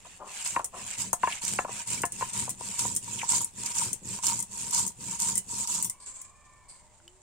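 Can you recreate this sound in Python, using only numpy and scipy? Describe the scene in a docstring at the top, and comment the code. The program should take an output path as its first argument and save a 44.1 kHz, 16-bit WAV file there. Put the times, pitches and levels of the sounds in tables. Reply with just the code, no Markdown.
"""In a quiet yard, close to a phone, dried chillies and spices are ground under a stone roller on a slab.
Light draws and heavy pushes alternate about twice a second: their pressure crunches husks and seeds, heard
as patchy banded noise, and rolling over grit makes the slab rumble and the roller sing. The roller drops off
pods, mostly early, and knocks as decaying stone modes. Bangles clink as brief contacts with damped modes,
then slide as a hand reaches for water. Far away, faint wavering partials whine."""
import sys
import numpy as np
from scipy import signal
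from scipy.fft import rfft, irfft
from scipy.io import wavfile
from scipy.ndimage import map_coordinates

SR = 44100
rng = np.random.default_rng(int(sys.argv[2]) if len(sys.argv) > 2 else 0)


def unload_audio(sound):
    """Save the sound as a 16-bit wav file, at the path given as the first command line argument."""
    columns = np.transpose(np.atleast_2d(sound))
    # keep every value between -1 and 1, then stretch to whole-number steps
    steps = np.round(np.clip(columns, -1, 1) * 32767)
    wavfile.write(sys.argv[1], SR, steps.astype(np.int16))


N = 318402
TIME = np.arange(N) / SR


def undb(db):
    """Decibel law: level to amplitude gain."""
    return 10 ** (np.asarray(db) / 20)


def unit(x):
    """Power normalisation: scale to rms 1."""
    return x / np.sqrt(np.mean(x ** 2))


def power_sum(levels_db):
    """Incoherent addition: the powers of unrelated sounds add."""
    return 10 * np.log10(sum(10 ** (db / 10) for db in levels_db))


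def follow(table):
    """Linear interpolation: the columns of a curve table at every sample."""
    s, *columns = np.transpose(table)
    return [np.interp(TIME, s, c) for c in columns]


def pan(db):
    """Level-difference stereo: gains for left minus right in dB."""
    return undb(np.array([[db], [-db]]) / 2)


def colour(x, points, size=4096):
    """Minimum-phase filtering: the cepstrum of (frequency [Hz], gain [dB]) points gives a causal response."""
    hz, db = np.transpose(points)
    bins = np.fft.rfftfreq(size, 1 / SR)
    gain = undb(np.interp(np.log(bins + 1), np.log(hz), db))
    cepstrum = irfft(np.log(gain))[:size // 2]
    cepstrum[1:] *= 2
    response = irfft(np.exp(rfft(cepstrum, size)))
    return signal.fftconvolve(np.atleast_2d(x), response[None], axes=1)[:, :x.shape[-1]]


def band(x, hz, width):
    """Simple resonator: one peak with gain 1 at its centre."""
    b, a = signal.iirpeak(min(hz, SR / 2 - 1000), hz / width, fs=SR)
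    return signal.lfilter(b, a, x)


def steep_band(x, hz, width):
    """Cascaded resonators: the same peak twice falls off more steeply."""
    return band(band(x, hz, width), hz, width)


def walk(rate):
    """Random modulation: straight lines between normal draws, `rate` of them a second."""
    return np.interp(TIME * rate, np.arange(4096), rng.standard_normal(4096))


def grains(rate, spread_db, channels=2):
    """Impulsive noise: random tiny impacts, most of them small and a few large."""
    hit = rng.random(N) < rate / SR
    sizes = undb(spread_db * np.minimum(rng.exponential(size=N), 5))
    return hit * sizes * rng.standard_normal((channels, N)) / np.sqrt(rate)


def ring(modes, t, scatter_db, detune):
    """Modal superposition: decaying sines; each blow shares its force among them differently."""
    hz, db, t60 = np.transpose(modes)[:, :, None]
    force, shift = rng.standard_normal((2, len(modes), 1))
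    sign = rng.choice([-1, 1], (len(modes), 1))
    decay = undb(db + scatter_db * force - 60 * t / t60)
    return np.sum(sign * decay * np.sin(2 * np.pi * hz * (1 + detune * shift) * t), axis=0)


def bounces(t, burst_s, gap_s, loss_db, count=4):
    """Inelastic rebound: one brief contact, then uneven and ever weaker ones."""
    starts = np.append(0, np.cumsum(gap_s * rng.uniform(.4, 1.6, count)))
    return sum(undb(-loss_db * k) * np.exp(-np.abs(t - s) / burst_s) * (t >= s)
               for k, s in enumerate(starts))


def add(out, s, sound, db):
    """Superposition: mix in a sound at time s; db is the peak of its channel mean."""
    start = int(s * SR)
    sound = np.atleast_2d(sound)[:, :N - start]
    out[:, start:start + sound.shape[1]] += sound * undb(db) / np.abs(sound.mean(axis=0)).max()


# treble resonance of each microphone port: (frequency [Hz], width [Hz], gain [dB])
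PORT_RESONANCES = [(8850, 750, 17.5), (7480, 1480, 10.5)]


def ports(x):
    """Port resonance: treble reaches the two ports with unlike colour."""
    return np.array([side + undb(db) * band(side, hz, width)
                     for side, (hz, width, db) in zip(x, PORT_RESONANCES)])


# outdoor background spectrum: (frequency [Hz], gain [dB])
YARD_SPECTRUM = [(25, -2.5), (70, -2), (130, -8), (300, -19), (620, -17.5), (900, -14), (1400, -25),
                 (2400, -26), (4000, -32), (8000, -32), (12000, -43.5)]


def yard(level_db=-61):
    """Diffuse noise: partly common to both channels, its level wandering slowly."""
    noise = rng.standard_normal(N) + rng.standard_normal((2, N))
    return unit(colour(noise, YARD_SPECTRUM)) * undb(level_db + walk(2.05))


def wavering(table, partials):
    """Narrow-band noise: random quadrature amplitudes make each partial of a glide waver."""
    hz, db = follow(table)
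    phase = 2 * np.pi * np.cumsum(hz) / SR
    lines = sum(undb(gain_db) * (walk(rate) * np.sin(k * phase) + walk(rate) * np.cos(k * phase))
                for k, gain_db, rate in partials)
    return lines * undb(db) * (TIME > table[0][0])


# glide of a faint far whine: (time [s], pitch [Hz], level before partial gains [dB])
WHINE_GLIDE = [(5.7, 1060, -63), (5.95, 1029, -57.5), (6.4, 1105, -57), (6.75, 1015, -57.5),
               (6.95, 927, -68), (7.22, 892, -76)]
# its partials: (multiple of the pitch [1], gain [dB], wavers [1/s])
WHINE_LINES = [(0.96, -8.5, 40), (1.01, -9, 60), (1.09, -11, 50), (2.17, -11.5, 260)]


def far_whine():
    """Inharmonic partials: close, fast-wavering lines make a rough rising and sinking whine."""
    return wavering(WHINE_GLIDE, WHINE_LINES)


# glide of a clearer far drone: (time [s], pitch [Hz], level before partial gains [dB])
DRONE_GLIDE = [(5.9, 577, -76), (6.25, 600, -78), (6.42, 601, -69), (6.7, 603, -71), (7.1, 602, -70),
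               (7.22, 597, -69)]
# its partials: (multiple of the pitch [1], gain [dB], wavers [1/s])
DRONE_LINES = [(1, -3.5, 25)]


def far_drone():
    """Single partial: one line that wavers more slowly sounds clearer."""
    return wavering(DRONE_GLIDE, DRONE_LINES)


# glide of a thin far whistle: (time [s], pitch [Hz], level before partial gains [dB])
WHISTLE_GLIDE = [(5.9, 1660, -73), (6.15, 1690, -73), (6.45, 1792, -64), (6.75, 1775, -75),
                 (6.95, 1754, -93)]
# its partials: (multiple of the pitch [1], gain [dB], wavers [1/s])
WHISTLE_LINES = [(1, -2, 28)]


def far_whistle():
    """Single partial: one high wavering line sounds thin."""
    return wavering(WHISTLE_GLIDE, WHISTLE_LINES)


# glide of a short far tone: (time [s], pitch [Hz], rms level [dB])
TONE_GLIDE = [(7.0, 330, -78), (7.06, 338, -64.5), (7.15, 376, -67), (7.22, 368, -77)]


def far_tone():
    """Frequency modulation: a pure sine whose phase accumulates a mostly rising pitch."""
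    hz, db = follow(TONE_GLIDE)
    sine = np.sqrt(2) * np.sin(2 * np.pi * np.cumsum(hz) / SR)
    return sine * undb(db) * (TIME > TONE_GLIDE[0][0])


def distance():
    """Superposition of all that is far: the yard and its faint tones."""
    return yard() + far_whine() + far_drone() + far_whistle() + far_tone()


# light taps of the reaching hand: (time [s], peak level [dB], pitch [Hz], t60 [s])
HAND_TAPS = [(7.001, -52, 1450, 0.021), (7.079, -37, 3020, 0.021)]


def taps(scuff_gain=0.89, scuff_s=0.0016, bright=2.1):
    """Single-mode impact: a tiny scuff and one short ring."""
    out, t = np.zeros((2, N)), np.arange(SR // 12) / SR
    for s, db, hz, t60 in HAND_TAPS:
        scuff = rng.standard_normal((2, len(t))) * np.exp(-t / scuff_s)
        touch = steep_band(scuff, bright * hz, 2 * hz)
        add(out, s, ring([(hz, 0, t60)], t, 0, 0) + scuff_gain * 2 * touch, db)
    return out


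REST_S, SETTLE_S = 5.99, 0.025  # the roller comes to rest over the settling time before REST_S


def working():
    """Motion gate: 1 while the roller moves, falling to 0 as it comes to rest."""
    return np.clip((REST_S - TIME) / SETTLE_S, 0, 1)


SILENT_DB = -40  # depth from which an attack rises, or to which a stroke is released
SLIDE_ATTACK_S, SLIDE_FADE_DB_PER_S = 0.0088, 152
ARM_MOVING_DB = -63.5  # steady rub, before the stutter
# bangles slide along the arm: (time [s], length [s], relative level [dB], pitch [Hz], squeak re pitch [dB])
BANGLE_SLIDES = [(6.003, 0.017, -49.5, 8400, -8.5), (6.062, 0.13, -46, 7560, -35),
                 (6.685, 0.014, -48, 8350, -9.5)]


def sliding(stutter_db=3.0, rub_db=-8, width_hz=1000, squeak_hz=4600, level_db=0.5):
    """Friction noise: soft rubbing excites a narrow resonance for each slide over a lower squeak."""
    rub = colour(grains(5400, 0.83), [(1500, -8.5), (3200, -11.0), (5600, -12.5), (7500, -5.5),
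                                      (9000, -16.0), (10500, -33), (15000, -43)])
    rub = unit(ports(rub))

    def narrow(hz):
        """Narrow-band noise: a resonance fed with white noise."""
        return unit(steep_band(rng.standard_normal((2, N)), hz, width_hz))

    out = rub * undb(ARM_MOVING_DB)
    for s, length, db, hz, squeak_db in BANGLE_SLIDES:
        attack_db = SILENT_DB * np.maximum(s - TIME, 0) / SLIDE_ATTACK_S
        fade_db = SLIDE_FADE_DB_PER_S * np.maximum(TIME - s - length, 0)
        slide = narrow(hz) + undb(squeak_db) * narrow(squeak_hz) + undb(rub_db) * rub
        out = out + slide * undb(db + attack_db - fade_db + level_db)
    return out * undb(stutter_db * walk(60)) * (1 - working())


# last clink as the arm stops: (time [s], peak level [dB], left minus right [dB])
FREE_CLINK = (5.848, -23, 12)
# modes of a bangle clear of the skin: (frequency [Hz], level [dB], t60 [s])
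FREE_BANGLE_MODES = [(5854, -9, .15), (8964, -2, .13), (9589, -3, .18), (13072, -6, .13), (15328, -3, .11)]


def free_bangle():
    """Undamped modes: one bangle swings clear of the skin and rings on."""
    out, t = np.zeros((2, N)), np.arange(SR // 2) / SR
    s, db, pan_db = FREE_CLINK
    add(out, s, ring(FREE_BANGLE_MODES, t, 0, 0) * pan(pan_db), db)
    return out


# bangles strike each other: (time [s], peak level [dB], left minus right [dB])
BANGLE_CLINKS = [(0.644, -20, 0), (0.657, -28.5, 9), (1.1299, -16, 2), (1.902, -25.5, -3),
                 (2.018, -18.5, 3.5), (2.053, -17.5, 4), (2.121, -23, -2), (2.493, -19, 6),
                 (2.502, -23, -2), (2.95, -20, 2), (2.963, -14.5, 1), (3.415, -21.5, 8), (3.445, -16, 1.5),
                 (3.9305, -14.5, 4), (4.391, -19, 7), (4.402, -21, 6), (4.425, -23, 2), (4.865, -19, 15),
                 (4.8768, -17, 0.5), (5.355, -13.5, 5), (5.372, -20, 6.5), (5.378, -11, -3),
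                 (5.8255, -15, 6), (5.846, -14.5, 4), (5.897, -22, -1), (6.216, -29.5, 1)]
# modes of bangles on the arm: (mean frequency [Hz], mean level [dB], t60 [s])
WORN_BANGLE_MODES = [(2010, -13.5, 0.1), (3170, -20.5, 0.16), (5645, -2.5, 0.053), (7020, 10.5, 0.048),
                     (8470, 20, 0.006), (8745, 18.5, 0.014), (10920, 3, 0.062), (16000, -7, .035)]


def bangles(tick=14, tick_s=0.0003, chatter=0.14, chatter_s=0.015, gap_s=0.0051, loss_db=10, rise_s=0.00078):
    """Damped modes: hard rings click and rebound; the skin damps them at once, so each contact is dry."""
    out, t = np.zeros((2, N)), np.arange(SR // 8) / SR
    for s, db, pan_db in BANGLE_CLINKS:
        stray = [(hz, -1, .03) for hz in rng.uniform(5500, 15500, 9)]
        envelope = bounces(t, tick_s, gap_s, loss_db) + chatter * np.exp(-t / chatter_s)
        contact = rng.standard_normal((2, len(t))) * envelope
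        click = colour(contact, [(1000, -16.0), (4500, -10), (7000, 8.5), (9200, 15),
                                 (10500, -8.5), (15000, -7)])
        tone = np.array([ring(WORN_BANGLE_MODES + stray, t, 5, .04) for side in range(2)])
        onset = np.minimum(t / rise_s, 1)
        add(out, s, (tone + tick * click) * onset * pan(pan_db), db)
    return out


SLAB_LAG_S = 0.0035  # lag of a 1 kHz bending wave; half of it is taken off at every frequency


def bending(x):
    """Dispersion: the slab carries high notes faster than low ones, so every blow chirps downward."""
    size = 2 * len(x)
    khz = np.fft.rfftfreq(size, 1 / SR) / 1000
    # the slope of this phase is a lag falling with the root of frequency
    turns = 1000 * SLAB_LAG_S * (2 * np.sqrt(khz) - khz / 2)
    return irfft(rfft(x, size) * np.exp(-2j * np.pi * turns))[:len(x)]


# modes of roller and slab: (mean frequency [Hz], level before focus and scatter [dB], t60 [s])
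ROLLER_SLAB_MODES = [(488, -22, 0.037), (647, -9.5, 0.025), (713.4, -5, 0.12), (946, 9, 0.06),
                     (1034, 11, 0.066), (1490, 1, 0.043), (1706, -4, 0.17), (1856, -4, 0.12),
                     (2250, 1, 0.057), (2720, 8.5, 0.033)]


def clack(t, pitch_hz, upper_db, thud_db, focus_db=12, rise_s=0.0015, crumble=0.08, thud_s=0.005):
    """Modal excitation: a short thud, then a clean ring; the place excited decides which modes speak."""
    modes = []
    for hz, db, t60 in ROLLER_SLAB_MODES:
        away = min(abs(np.log2(hz / pitch_hz)) * 3, 1)  # full loss a third of an octave off
        modes.append((hz, db - focus_db * away + upper_db * (hz > 1400), t60))
    tone = ring(modes, t, 2, .005) * (1 - np.exp(-t / rise_s))
    push = crumble * rng.standard_normal(len(t)) * np.exp(-t / thud_s)
    push[0] += 1
    thud = colour(push, [(100, -14), (300, -9.5), (550, -1.5), (1200, -0.5), (1800, upper_db - 7.5),
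                         (2750, upper_db - 9.5), (3300, -38), (8000, -38)])[0]
    return bending(unit(tone) + undb(thud_db) * unit(thud))


# the roller scuffs and rattles: (time [s], peak before panning [dB], pitch that rings most [Hz], fade [s])
ROLLER_SCUFFS = [(0.044, -42, 473, 0.019), (0.187, -33.5, 900, 0.061), (0.612, -40.5, 730, 0.025),
                 (0.722, -34.5, 566, 0.071), (1.595, -38, 730, 0.013), (1.675, -32.5, 730, 0.02)]


def scuffs(rate=700, upper_db=-14, thud_db=1, swell=0.22):
    """Repeated impact: the loose roller skips over the slab in a fading run of tiny contacts."""
    out, t = np.zeros((2, N)), np.arange(SR // 5) / SR
    for s, db, pitch_hz, fade_s in ROLLER_SCUFFS:
        contacts = (rng.random(len(t)) < rate / SR) * rng.uniform(-1.3, 1, len(t))
        contacts = contacts * np.exp(-t / fade_s) * np.minimum(t / (swell * fade_s), 1)
        run = signal.fftconvolve(contacts, clack(t, pitch_hz, upper_db, thud_db))[:len(t)]
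        add(out, s, run, db)
    return out * pan(5.0)


# the roller knocks on the slab; the row at 3.329 s is a swell of its ring during a push:
# (time [s], relative peak [dB], pitch that rings most [Hz], upper modes [dB], thud re ring [dB])
STONE_RINGS = [(0.562, -15, 930, -3, -7), (0.593, -24, 950, -12, 3), (0.603, -31, 950, -4, 14),
               (1.130, -17, 720, -13, 3.5), (1.2325, -13.5, 950, -1, -9), (1.272, -15, 930, 3.5, -8.5),
               (1.5875, -14.5, 724, 3, 6.5), (1.647, -25, 940, -9, -0.5), (1.691, -28, 940, -21, 8),
               (2.035, -15.5, 730, -3, -2.5), (2.208, -23, 950, -1, -12.5), (2.221, -19, 940, -1, -8.5),
               (2.477, -29, 730, -22, 2), (2.608, -31, 950, -20, 1), (2.849, -27.5, 950, -18, -5),
               (3.230, -25.5, 950, -4, -9), (3.329, -28, 930, -23, -16), (4.185, -36.5, 960, -9, -9)]


def knocks_and_swell(level_db=1, turn_hz=1300, turn_width_hz=130):
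    """Modal ringing: the roller knocks as pods give way, and once its ring swells; the left port lags."""
    out, t = np.zeros((2, N)), np.arange(SR // 5) / SR
    for s, db, pitch_hz, upper_db, thud_db in STONE_RINGS:
        add(out, s, clack(t, pitch_hz, upper_db, thud_db), db + level_db)
    out[0] -= 2 * band(out[0], turn_hz, turn_width_hz)  # all-pass: delays without changing level
    return out * pan(2.9)


# whole pods creak: (time [s], length [s], level [dB], first pitch [Hz], last pitch [Hz])
POD_CREAKS = [(1.291, 0.059, -37.5, 2307, 2730), (3.181, 0.05, -36, 3290, 1950)]


def creaks(width_hz=700, stutter_db=3):
    """Stick-slip: a dry pod sticks and slips under the roller; its resonance glides as it flattens."""
    out = np.zeros((2, N))
    lowpass = signal.butter(2, width_hz / 2, fs=SR, output="sos")
    rasp = signal.sosfilt(lowpass, rng.standard_normal((2, N)) + rng.standard_normal(N))
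    rasp = unit(rasp * undb(stutter_db * walk(200)))
    for s, length, db, first_hz, last_hz in POD_CREAKS:
        way = np.clip((TIME - s) / length, 0, 1)
        phase = 2 * np.pi * np.cumsum(first_hz + (last_hz - first_hz) * way) / SR
        carrier = np.sqrt(2) * np.sin(phase)
        out += undb(db) * np.sin(np.pi * way) * carrier * rasp
    return out


# single seeds and pods snap: (time [s], peak level [dB], pitch [Hz])
SEED_SNAPS = [(0.475, -19.5, 7240), (1.011, -29, 8400), (1.3238, -24, 2600), (1.4502, -18, 7100),
              (2.7924, -16.5, 7360), (3.308, -21, 7500), (3.661, -21, 7200), (3.784, -17, 6900),
              (4.2677, -12, 7040), (4.7094, -20, 7600), (4.747, -14.5, 7000), (4.783, -21, 7240),
              (5.2011, -15.5, 7700), (5.2206, -16.5, 7200), (5.674, -19.5, 7200), (5.7472, -24, 7800)]


def snaps(crack_s=0.0013, crumb_gap_s=0.0022, crumb_loss_db=7, breadth=0.6, pan_db=-3):
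    """Brittle fracture: a seed bursts with one crack and a few smaller ones as it crumbles."""
    out, t = np.zeros((2, N)), np.arange(SR // 16) / SR
    for s, db, hz in SEED_SNAPS:
        burst = rng.choice([-1, 1], (2, len(t))) * bounces(t, crack_s, crumb_gap_s, crumb_loss_db)
        add(out, s, steep_band(burst, hz, breadth * hz) * pan(pan_db), db)
    return out


def pressure(s, length, hardest, shape):
    """Force envelope of one stroke [dB]: the roller bites, bears down to its hardest point and lets go."""
    attack_s, bite_db, sag_db, release_s = shape
    times = [s - attack_s, s, s + length * hardest, s + length, s + length + release_s]
    levels_db = [SILENT_DB, -bite_db, 0, -sag_db, SILENT_DB]
    return np.interp(TIME, times, levels_db, left=-np.inf, right=-np.inf)


# light strokes draw spice from the heap: (time [s], length [s], hardest point as share of length [1],
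# relative fine crunch [dB], relative coarse crunch [dB], relative rumble [dB])
LIGHT_DRAWS = [(0.0, 0.18, 0.5, -49.5, -56, -77), (0.29, 0.14, 1, -35.5, -43.5, -86),
               (0.762, 0.19, 0.9, -36, -46, -59.5), (1.231, 0.15, 0.52, -36, -44, -57.5),
               (1.701, 0.12, 0.61, -33.5, -43.5, -54.5), (2.143, 0.16, 0.44, -35.5, -48.5, -53),
               (2.604, 0.17, 0.36, -34.5, -49, -54), (3.036, 0.24, 0.36, -34.5, -51, -52),
               (3.58, 0.14, 0.63, -32, -46.5, -52.5), (4.059, 0.13, 0.39, -34, -50, -47.5),
               (4.525, 0.22, 0.33, -33, -51.5, -52.5), (5.01, 0.16, 0.61, -33, -51, -50.5),
               (5.505, 0.14, 0.71, -28.5, -50, -51)]
# heavy strokes push back over it and crush it: the same columns (time [s], length [s],
# hardest point [1], relative fine crunch [dB], relative coarse crunch [dB], relative rumble [dB])
HEAVY_PUSHES = [(0.449, 0.14, 0.083, -28, -41.5, -60), (0.982, 0.11, 0.26, -28.5, -43.5, -50.5),
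                (1.424, 0.2, 0.37, -27, -42.5, -48.5), (1.875, 0.16, 0.45, -28, -43, -47.5),
                (2.334, 0.18, 0.34, -28.5, -43.5, -47.5), (2.79, 0.16, 0.023, -24.5, -43, -46),
                (3.292, 0.14, 0.45, -21, -41, -49), (3.748, 0.18, 0.47, -25.5, -43, -48.5),
                (4.236, 0.17, 0.31, -23.5, -42.5, -49), (4.73, 0.14, 0.34, -21.5, -43.5, -49.5),
                (5.196, 0.18, 0.55, -25.5, -46, -48), (5.681, 0.18, 0.38, -25.5, -48, -52)]
# pressure of one draw: (attack [s], first bite below the peak [dB], sag by the end [dB], release [s])
DRAW_PRESSURE = (0.087, 6.9, 2.36, 0.082)
# pressure of one push: (attack [s], first bite below the peak [dB], sag by the end [dB], release [s])
PUSH_PRESSURE = (0.031, 4.46, 14.4, 0.093)
# between strokes the roller only leans on the spice: relative levels
LEAN_FINE_DB, LEAN_COARSE_DB, LEAN_RUMBLE_DB = -65, -71.5, -71


def crushing():
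    """Fracture under load: relative levels [dB] of fine and coarse crunch follow the strokes' pressure."""
    fine, coarse = [LEAN_FINE_DB], [LEAN_COARSE_DB]
    for strokes, shape in [(LIGHT_DRAWS, DRAW_PRESSURE), (HEAVY_PUSHES, PUSH_PRESSURE)]:
        for s, length, hardest, fine_db, coarse_db, _ in strokes:
            press_db = pressure(s, length, hardest, shape)
            fine.append(fine_db + press_db)
            coarse.append(coarse_db + press_db)
    return power_sum(fine), power_sum(coarse)


# rolling before the bite and after the crush of a draw: (lead [s], run-on [s])
DRAW_ROLLING = (0.049, 0.008)
# rolling before the bite and after the crush of a push: (lead [s], run-on [s])
PUSH_ROLLING = (0.014, 0.048)
RUMBLE_ARCH = 0.64  # exponent: the higher, the more the rumble gathers in mid-stroke


def travel():
    """Speed dependence: the relative rumble level [dB] follows the roller's speed, one arch a stroke."""
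    power = np.full(N, undb(LEAN_RUMBLE_DB) ** 2)
    for strokes, (lead_s, run_on_s) in [(LIGHT_DRAWS, DRAW_ROLLING), (HEAVY_PUSHES, PUSH_ROLLING)]:
        for s, length, *_, rumble_db in strokes:
            way = (TIME - s + lead_s) / (lead_s + length + run_on_s)
            moving = (way > 0) & (way < 1)
            speed = np.sin(np.pi * way[moving]) ** RUMBLE_ARCH
            power[moving] += (undb(rumble_db) * speed) ** 2
    return 10 * np.log10(power)


# rumble spectrum of the slab: (frequency [Hz], gain [dB])
RUMBLE_SPECTRUM = [(30, -76), (60, -4.5), (95, -2.5), (118, 6), (142, -5), (185, 5), (250, -4.5),
                   (340, -10), (500, -12.5), (900, -42.5)]
# singing spectrum of the roller: (frequency [Hz], gain [dB])
GRATING_SPECTRUM = [(500, -32), (780, -63.5), (870, -8.5), (935, 7), (1020, -5.5), (1150, -9.5),
                    (1400, -16.5), (2200, -50)]


def rolling(low_db, powder_db, rumble_db=3.0, ring_db=-15.0, pods_db=-6, bumps=900, apart=0.18):
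    """Roughness excitation: pitted faces bump over grit; the slab rumbles, the roller sings when crushing."""
    cushion_db = pods_db * np.clip(1 - TIME / 3, 0, 1)  # whole pods muffle the first strokes
    rumble_bumps = grains(bumps, 1.9, channels=1) + apart * grains(bumps, 3.9)
    rumble = unit(colour(rumble_bumps, RUMBLE_SPECTRUM))
    grate_bumps = grains(bumps, 5.4, channels=1) + grains(bumps, 4.43)
    grate = unit(colour(grate_bumps, GRATING_SPECTRUM))
    grate[0] = np.roll(grate[0], 7)  # later on the left, in samples
    both = rumble * undb(low_db + rumble_db) + grate * undb(powder_db + cushion_db + ring_db)
    return both * pan(4.9) * working()


def patchy_clicks(rate, patchy_db, flicker_rate, count=40):
    """Banded noise: random clicks in many narrow bands, each flickering on its own, make a patchy crunch."""
    out = np.zeros((2, N))
    share = np.linspace(0, 1, count + 1)
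    edges = np.geomspace(500, 16500, count + 1) + share * np.linspace(3000, 0, count + 1)
    for low, high in zip(edges, edges[1:]):
        flicker = undb(patchy_db * walk(flicker_rate))
        for side in out:
            when, sign = rng.random((int(rate * N / SR), 2)).T
            clicks = np.bincount((when * N).astype(int), np.sign(sign - .5), N)
            side += steep_band(clicks * flicker, (low + high) / 2, high - low)
    return out


def grit(rate=120, spread_db=1.2, crack_s=0.0007, stone_share=0.4):
    """Broadband fracture: hard seeds and flakes crack singly over the whole treble; sizes saturate."""
    t = np.arange(SR // 200) / SR
    impacts = grains(rate, spread_db, channels=1)[0]
    sizes = np.tanh(np.abs(impacts) * np.sqrt(rate) / 2)
    cracks = signal.fftconvolve(sizes, np.exp(-t / crack_s))[:N]
    return unit(cracks * (rng.standard_normal((2, N)) + stone_share * rng.standard_normal(N)))


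# near reflections: (delay at the start of a draw [s], delay at the start of a push [s], gain [1])
NEAR_REFLECTIONS = [(0.00016, 0.000028, 0.028), (0.0011, 0.001406, 0.21)]


def reflected(x):
    """Comb filtering: slab and hands throw sound back over changing paths; its colour sweeps each stroke."""
    turns = sorted([(row[0], 0) for row in LIGHT_DRAWS] + [(row[0], 1) for row in HEAVY_PUSHES])
    place, = follow(turns)
    out = x
    for first_s, last_s, gain in NEAR_REFLECTIONS:
        late = (TIME - first_s - (last_s - first_s) * place) * SR  # sample positions to read
        out = out + gain * np.array([map_coordinates(side, [late], order=3) for side in x])
    return unit(out)


# spectrum of husks breaking to powder: (frequency [Hz], gain [dB])
HUSK_SPECTRUM = [(1500, -33), (3000, -17), (4400, -10.5), (6000, -6.5), (7400, -2.5), (9000, -12),
                 (10000, -16.5), (11000, -16), (12200, -19), (15500, -22)]
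# spectrum of coarse pieces: (frequency [Hz], gain [dB])
PIECE_SPECTRUM = [(250, -9), (500, -4), (1300, -1), (1750, 1.5), (2650, 8.5), (3600, -1), (5000, -10.5),
                  (8000, -56.5)]


def crunch(powder_db, pieces_db, catch_db=1.0, fine_db=-1, coarse_db=1,
           crackle=0.67, grit_share=0.45, shared=0.37):
    """Fracture noise: husks break to powder and coarse pieces while the roller catches and slips on them."""
    breaks = unit(patchy_clicks(rate=130, patchy_db=3.5, flicker_rate=45))
    breaks = breaks + crackle * unit(grains(1800, 0.19)) + grit_share * grit()
    breaks = reflected(breaks)
    fine = unit(ports(colour(breaks, HUSK_SPECTRUM))) * undb(powder_db + fine_db) * pan(-0.58)
    coarse = unit(colour(breaks + shared * breaks.mean(axis=0), PIECE_SPECTRUM))
    coarse = coarse * undb(pieces_db + coarse_db)
    return (fine + coarse) * undb(catch_db * walk(90)) * working()


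def room(x, wet_db=-17, t60=0.2):
    """Reverberation: weak short reflections from floor and walls as exponentially decaying noise."""
    t = np.arange(SR // 3) / SR
    tail = rng.standard_normal((2, len(t))) * np.exp(-np.log(1000) * t / t60) * (t > .004)
    tail /= np.sqrt(np.sum(tail ** 2, axis=1, keepdims=True))
    return x + undb(wet_db) * signal.fftconvolve(x, tail, axes=1)[:, :N]


def scene():
    """Arrival-time difference: the stones reach the left port a little later than the right."""
    powder_db, pieces_db = crushing()
    stones = rolling(travel(), powder_db) + knocks_and_swell() + scuffs()
    stones[0] = np.roll(stones[0], 4)  # samples
    hand = taps() + sliding() + free_bangle() + bangles()
    spice = creaks() + snaps() + crunch(powder_db, pieces_db)
    return distance() + room(hand + stones + spice)


def record(dry, top_hz=15700):
    """Band limitation: the phone cuts the top with a steep elliptic low-pass."""
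    return signal.sosfilt(signal.ellip(8, .2, 70, top_hz, fs=SR, output="sos"), dry)


dry = scene()
out = record(dry)
unload_audio(out)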